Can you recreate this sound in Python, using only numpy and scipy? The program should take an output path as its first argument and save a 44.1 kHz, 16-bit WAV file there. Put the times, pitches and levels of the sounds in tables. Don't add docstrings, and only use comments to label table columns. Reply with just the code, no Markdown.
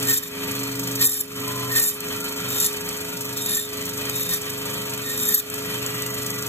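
import sys
import numpy as np
from scipy import signal
from scipy.fft import rfft, irfft
from scipy.io import wavfile
from scipy.ndimage import uniform_filter1d

SR = 44100
rng = np.random.default_rng(int(sys.argv[2]) if len(sys.argv) > 2 else 0)


def unload_wav(signal):
    wavfile.write(
        sys.argv[1],
        SR,
        np.round(np.clip(np.atleast_2d(signal).T, -1, 1) * 32767).astype(np.int16),
    )


def ratio(d):
    e = np.asarray(d, float) / 20
    return 10 ** e


N = 285768
t = np.arange(N) / SR


def evened(x):
    return x / np.sqrt(np.mean(abs(x) ** 2) + 1e-20)


def curve(table):
    seconds, values = np.transpose(table)
    return np.interp(t, seconds, values)


def bell(at, width):
    return np.exp(-((t - at) / width) ** 2 / 2)


def drift(hz):
    f = np.fft.rfftfreq(N, 1 / SR)
    return evened(irfft(rfft(rng.standard_normal(N)) / (1 + (f / hz) ** 2), N))


def split(x, hz):
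    dull = signal.sosfilt(signal.butter(2, hz, fs=SR, output="sos"), x)
    return dull, x - dull


# pitch in Hz, width in Hz, strength in dB.
FRAME_RINGS = [(1028, 28, 7.5), (1166, 60, 6), (1280, 14, 5.5), (1655, 56, 5), (1953, 66, 6.5),
               (2396, 140, 7), (2536, 69, 8.5), (2680, 41, 8.5), (3117, 144, 7), (3595, 124, 3.5),
               (4236, 73, 8)]


def noise(points, ring=0):
    hz = np.fft.rfftfreq(N, 1 / SR)
    f, db = np.transpose(points)
    rings_db = sum(peak / (1 + (2 * (hz - at) / width) ** 2) for at, width, peak in FRAME_RINGS)
    shape = ratio(np.interp(np.log(hz + 1), np.log(f), db) + ring * rings_db)
    return evened(irfft(rfft(rng.standard_normal(N)) * shape, N))


# frequency in Hz, lead in half turns of the wave.
LEFT_LEAD = [(0, 0), (300, .02), (900, .3), (1350, .05), (2000, .7), (2600, .9), (3600, .65), (4000, .85),
             (4350, .78), (4950, 1), (7000, 2), (9800, 3), (12250, 4), (15200, 5), (16500, 5.3)]
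# frequency in Hz, likeness from 0 to 1.
LIKENESS = [(0, .985), (400, .975), (650, .3), (1200, .8), (1900, .45), (2500, .7), (3500, .45), (4100, .8),
            (5000, .85), (5800, .92), (15000, .96)]


def ports(x):
    hz = np.fft.rfftfreq(N, 1 / SR)
    same = np.clip(np.interp(hz, *np.transpose(LIKENESS)), 0, 1)
    direct = same * np.exp(-1j * np.pi * np.interp(hz, *np.transpose(LEFT_LEAD)))
    echo = rng.standard_normal(8000) * ratio(-60 * t[:8000] / 0.25)
    scatter = np.sqrt(1 - same ** 2) * rfft(echo / np.linalg.norm(echo), N)
    return np.array([x, irfft(rfft(x) * (direct + scatter), N)])


# slowest moment in seconds, loss in turns a second.
SAGS = [
    (.318, .372),
    (1.21, .257),
    (1.955, .302),
    (2.724, .261),
    (3.62, .274),
    (4.358, .221),
    (5.358, .169),
]


def sag():
    return sum(loss * bell(at, .104) for at, loss in SAGS)


# time in seconds, push against the blade in dB.
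PUSHES = [
    [(.04, -4), (.07, -4), (.09, 7), (.13, 8.5), (.176, 16), (.21, -14), (.23, 2), (.29, 0.5)],
    [(.974, -14), (1.022, 8), (1.05, 10.5), (1.095, 10), (1.115, 8), (1.17, 7), (1.212, 11.5), (1.232, -22)],
    [(1.7, -2), (1.745, -1.5), (1.762, 9), (1.79, 8.5), (1.83, 10.5), (1.845, 11), (1.875, 16.5), (1.9, 10),
     (1.932, 3), (1.99, -10)],
    [(2.46, -8), (2.518, 1.5), (2.632, 10), (2.648, 14), (2.712, -8), (2.74, -13)],
    [(3.35, -18), (3.368, -1), (3.432, -1), (3.458, 0), (3.5, 5.5), (3.57, 9.5), (3.664, -5), (3.69, -26)],
    [(4.11, -7.5), (4.196, 4.5), (4.272, 2), (4.308, 7), (4.344, 12), (4.382, -4), (4.395, -18)],
    [(5.03, -6), (5.074, -3), (5.158, -4), (5.226, 3.5), (5.31, 4.5), (5.34, 11), (5.406, 10), (5.414, -17)],
]


def contact():
    return uniform_filter1d(sum(1. * (t > c[0][0]) * (t < c[-1][0]) for c in PUSHES), 600)


def tooth_tone(turns, k, blur_hz, swing_db):
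    teeth_per_turn = 74.4
    uneven = (.5 + 0.44 * (drift(blur_hz) + 1j * drift(blur_hz))) * ratio(swing_db * drift(3.2))
    return evened(uneven * np.exp(2j * np.pi * k * teeth_per_turn * turns))


TOOTH_DB = [-6, 0, -1, -1, -1, 2.5]
# frequency in Hz, level in dB.
GRIT = [(1000, -54), (2400, -12.5), (4600, 3.5), (7000, 8), (8000, 8), (9900, 2), (11500, 10.5),
        (13500, 8.5), (14700, 17), (15700, -1)]
# frequency in Hz, level in dB.
JUDDER = [(1200, -13), (1700, -4), (3000, -6), (4200, 5.5), (5600, 4.5), (7000, -11.5)]


def rasp(turns, level, first, second, top_db):
    tones = 0
    for i, db in enumerate(TOOTH_DB):
        tones = tones + ratio(db) * tooth_tone(turns, i + 3, 65, 2.2 if i == 1 else 5.0).real
    tones = evened(tones)
    tones /= np.sqrt(uniform_filter1d(tones ** 2, size=1500))
    grit = noise(GRIT, 0.91) * ratio(2.2 * drift(750))
    high = level * ratio(3.0 * drift(51)) * (ratio(-3.5) * tones + ratio(-2.5) * grit)
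    dull, bright = split(high, 9800)
    high = dull * ratio(-.8 * (top_db + 8.0)) + bright * ratio(top_db + 3.0)
    first_sides = np.array([[.8], [1.4 * np.exp(-1.5j)]])
    second_sides = np.array([[1.2], [1.1 * np.exp(-.9j)]])
    low = first * tooth_tone(turns, 0.99, 62, 5.2) * first_sides
    low = low + second * tooth_tone(turns, 2, 130, 1.5) * second_sides
    judder = ratio(-4.0) * (first + .6 * second) * noise(JUDDER, 1.8) * ratio(2.9 * drift(36))
    return ports(high + judder) + low.real


# middle in seconds, half width in seconds, lift in dB.
BONES = [(.1, 0.073, 12.5), (.24, 0.022, 19.5), (1.01, 0.04, 22.5), (1.14, 0.043, 19.5), (1.742, 0.074, 24),
         (1.93, 0.014, 4), (2.62, 0.091, 8), (3.582, 0.041, 8.5), (4.18, 0.025, 8.5), (4.33, 0.02, 16),
         (5.1, 0.046, 20), (5.3, 0.024, 5)]
# second tooth tone in dB, share of the top in dB.
PIECES = [
    (-10.5, -3.5),
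    (-10.5, -1.5),
    (-13.5, -3.5),
    (-10.5, -6),
    (-6, -5),
    (-10, -5.5),
    (-8.5, -4),
]


def cuts(turns, touching):
    def above(db, idle_db):
        extra = np.maximum(ratio(db) ** 2 - ratio(idle_db) ** 2, 0)
        return touching * np.sqrt(extra) * ratio(-25.0)

    push_db = curve(sum(PUSHES, []))
    bone_db = -25 + sum(db * bell(at, width) for at, width, db in BONES)
    piece = np.searchsorted([c[0][0] - .1 for c in PUSHES[1:]], t)
    second_db, top_db = np.transpose(PIECES)[:, piece]
    level = above(push_db, -7.5)
    first = above(push_db + bone_db, -24.5)
    second = above(0.49 * push_db + second_db, -14.5)
    return rasp(turns, level, first, second, top_db)


# time in seconds, slap depth in dB.
SLAP = [(0, 9.5), (.4, 5.5), (.95, 9), (1.4, 3), (2.3, 6.5), (3.25, 7.5), (4.05, 7), (4.6, 5.5), (5.1, 5.5),
        (5.55, 3), (5.75, 4), (6.4, 7)]
# frequency in Hz, level in dB.
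HISS = [(2500, -25), (4200, -6), (5300, -4), (6500, -1), (8500, 1), (9200, -4), (10300, -8), (11500, -3),
        (12500, -4), (12950, -6), (13600, 3), (14100, 0), (14700, 1), (15700, -1)]


def blade(turns, load, touching):
    shape = [(0.67, 1.71, 0.32), (.785, 0.86, 0.27), (0.01, 0.19, 0.14)]
    slaps = 0
    for at, size, fade in shape:
        slaps = slaps + size * np.exp(-((turns - at) % 1) / fade) * (1 + 0.19 * drift(8.1))
    depth_db = curve(SLAP) - 0.5 * touching
    slap_db = depth_db * uniform_filter1d(slaps - .35, 20)
    level_db = -34 - 4 * load
    dull, bright = split(noise(HISS) * ratio(level_db + 1.9 * drift(190)), 5500)
    return dull * ratio(1.34 * slap_db) + bright * ratio(0.95 * slap_db)


# time in seconds, peak in dB.
TICKS = [(0.472, -39), (0.5125, -36), (0.5516, -33), (0.753, -25), (0.795, -20), (0.956, -26),
         (1.1684, -32), (1.8386, -15), (2.0052, -21), (2.544, -31), (2.645, -15), (2.7691, -27),
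         (2.8893, -22), (3.209, -21), (3.461, -15), (3.934, -33), (3.9775, -25), (4.0968, -18.5),
         (4.292, -20), (4.4179, -27), (4.501, -24), (5.1986, -22), (5.5008, -23.5), (5.5414, -20.5),
         (5.863, -18), (6.0218, -20.5), (6.064, -20.5), (6.2646, -23), (6.304, -19), (6.4643, -29)]


def ticks():
    hits = np.zeros(N)
    for s, db in TICKS:
        hits[round(s * SR)] = ratio(db + 4)
    return noise(HISS) * signal.oaconvolve(hits, np.exp(-t[:600] / 0.0026))[:N]


# multiple of the shaft speed, rms in dB, left port's lead in radians.
ORDERS = [(4, -55.6, -0.1), (5, -40.6, -0.1), (7, -46.2, -0.1), (8, -47.7, -0.2), (10, -49.1, -0.1),
          (11, -40.1, -0.1), (12, -55.5, -0.4), (17, -37.3, 0.8), (20, -56.3, 0.8), (21, -55.5, 0.7),
          (23, -56.4, -1.2), (24, -48.4, 2.8), (26, -54.9, -1.9), (27, -56.9, 0.5), (28, -52.7, 2.5),
          (34, -60.5, 0.9), (37, -53, 0.9), (38, -58.4, 2.1), (47, -53.2, -0.1), (48, -56.7, -0.3),
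          (49, -55.9, 0.2), (53, -54.7, 0.1), (54, -54.5, -0.2), (55, -54.1, -0.9), (57, -54.6, 0.1),
          (79, -53.3, 3.0), (94, -53.5, 3.0), (108, -55.1, 1.4), (123, -50.3, 2.7), (124, -52.2, -3.1)]
# start in seconds, end in seconds, multiple, rms in dB.
SURGES = [(1.44, 1.74, 41, -38.5), (2.1, 3.5, 37, -50), (6.4, 6.3, 37, -45.5), (5.95, 6.4, 79, -45),
          (5.907, 7.7, 47, -47.5), (2.13, 2.65, 55, -45), (0.44, .95, 37, -51), (4.5, 5.0, 37, -51),
          (5.8, 6.1, 113, -48), (5.8, 6.2, 123, -57)]
# time in seconds, drone in dB.
DRONE = [(0, -2.5), (.1, -3.5), (.43, -5), (.97, -2), (1.2, -8), (1.45, -5), (1.72, -2), (1.85, -10),
         (2.15, -8.5), (2.36, -20), (2.47, -2), (3.0, -18), (3.28, -5.5), (3.81, -10.5), (4.2, -4.5),
         (5.02, -7.5), (5.5, -12.5), (5.8, -6)]
# time in seconds, buzz in dB.
BUZZ = [(0, -36.5), (.5, -32.5), (1.0, -33), (1.6, -37.5), (2.6, -39.5), (3.9, -38.5), (5.0, -40.5),
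        (5.8, -40.5), (6.48, -41.5)]


def hum(turns, load):
    own_db = {5: curve(DRONE) - 20 * load - 32.0,
              11: curve(BUZZ) - 4.5 * load + 1.44 * drift(18),
              17: -4.5 + 11.5 * load - 31.5}
    own_start = {5: 0, 11: .25, 17: 0}
    out = np.zeros((2, N))
    for order, db, lead in ORDERS:
        level = ratio(own_db.get(order, db + 0.11 + 3.77 * drift(8.1)))
        start = own_start.get(order, rng.random())
        out += level * np.cos(2 * np.pi * (order * turns + start) - np.array([[0], [lead]]))
    for start, end, order, db in SURGES:
        ring = uniform_filter1d(1. * (t > start) * (t < end), 3000) * ratio(db + 3.7 * drift(54))
        out += ring * np.cos(2 * np.pi * order * turns + 0.58 * drift(10.0) - np.array([[0], [.9]]))
    return np.sqrt(2) * out


# frequency in Hz, level in dB.
RUMBLE = [(28, -42), (45, -12), (80, -1.5), (120, 1.5), (250, -6.5), (420, -6.5), (600, -4.5), (800, -11.5),
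          (1250, -6.5), (2100, -6.5), (3000, -7), (4200, -7.5), (6000, -12.5)]


def rumble(turns, load):
    shake = noise(RUMBLE, 0.97)
    one_turn = np.r_[shake[:1768], shake[0]]
    repeated = np.interp(turns % 1 * 1768, np.arange(1769), one_turn)
    steady = ratio(-42 + 3.5 * drift(0.53)) * repeated
    loose = ratio(-34.5) * noise(RUMBLE, 1.25) * ratio(4.4 * np.tanh(drift(32)))
    return ratio(1.84 + 4 * load) * (steady + loose)


def scene():
    load = sag()
    turns = np.cumsum(24.945 - load) / SR
    touching = contact()
    bites = cuts(turns, touching)
    idle = rumble(turns, load) + blade(turns, load, touching)
    return hum(turns, load) + ports(idle) + bites


# time in seconds, gain in dB.
REST = [(0, -30.5), (.7, -33.5), (1.7, -31.5), (2.3, -33), (3.2, -34), (3.45, -34.5), (4.1, -32.5),
        (5.1, -33.5), (5.6, -31.5), (6.48, -32.5)]
# start in seconds, letting go in seconds, depth in dB,
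# climb back in seconds.
DUCKS = [
    (0.113, 0.271, -11.5, 0.17),
    (1.04, 1.267, -10, 0.15),
    (1.786, 1.994, -8, 0.063),
    (2.555, 2.7, -1.5, 0.11),
    (3.519, 3.64, -4.5, 0.12),
    (4.16, 4.403, -2.5, .16),
    (5.325, 5.416, -10, 0.14),
]


def recorder_db():
    gain_db = curve(REST)
    for start, end, depth_db, climb in DUCKS:
        sink = 1 - np.exp(-np.maximum(t - start, 0) / .045)
        gain_db = gain_db + depth_db * sink * np.clip(1 - (t - end) / climb, 0, 1)
    return gain_db


def thinned(x):
    hz, s, z = signal.stft([x[0] + x[1], x[0] - x[1]], SR, nperseg=2048)
    hz = hz[:, None]
    power = np.repeat(np.add.reduceat(abs(z) ** 2, np.arange(0, 1025, 8), axis=1), 8, axis=1)[:, :1025]
    power = np.where(hz > 5500, uniform_filter1d(power, size=24, axis=1), power)
    margin_db = np.interp(hz, [2000, 3800, 4200, 5500, 6500, 15000], [9, 9, 8.5, 10.5, 6.5, 6.])
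    margin_db = margin_db + 1.7 * np.interp(s, t, drift(14))
    masked = power < power[:, hz[:, 0] > 5500].mean((0, 1)) * ratio(-11.5) ** 2
    weak = ((power < power[::-1] / ratio(margin_db) ** 2) | masked) & (hz > 1900)
    tick_moments = [round(at * SR / 1024) for at, db in TICKS]
    sharp = np.isin(np.arange(len(s)), tick_moments) & (rng.random(len(s)) < .5)
    sharp |= rng.random(len(s)) < (np.interp(s, *np.transpose(SLAP)) - 6.3) / 8
    z *= (~weak | sharp) * (hz < 15800)
    both, apart = signal.istft(z, SR, nperseg=2048)[1][:, :N]
    return np.array([both + apart, both - apart]) / 2


def band_limit(x):
    return signal.sosfilt(signal.butter(12, 15750, fs=SR, output="sos"), x)


def record(dry):
    ducked = dry * ratio(recorder_db() + 31.5)
    mix = thinned(ducked + ports(ticks()))
    return band_limit(mix)


dry = scene()
out = record(dry)
unload_wav(out)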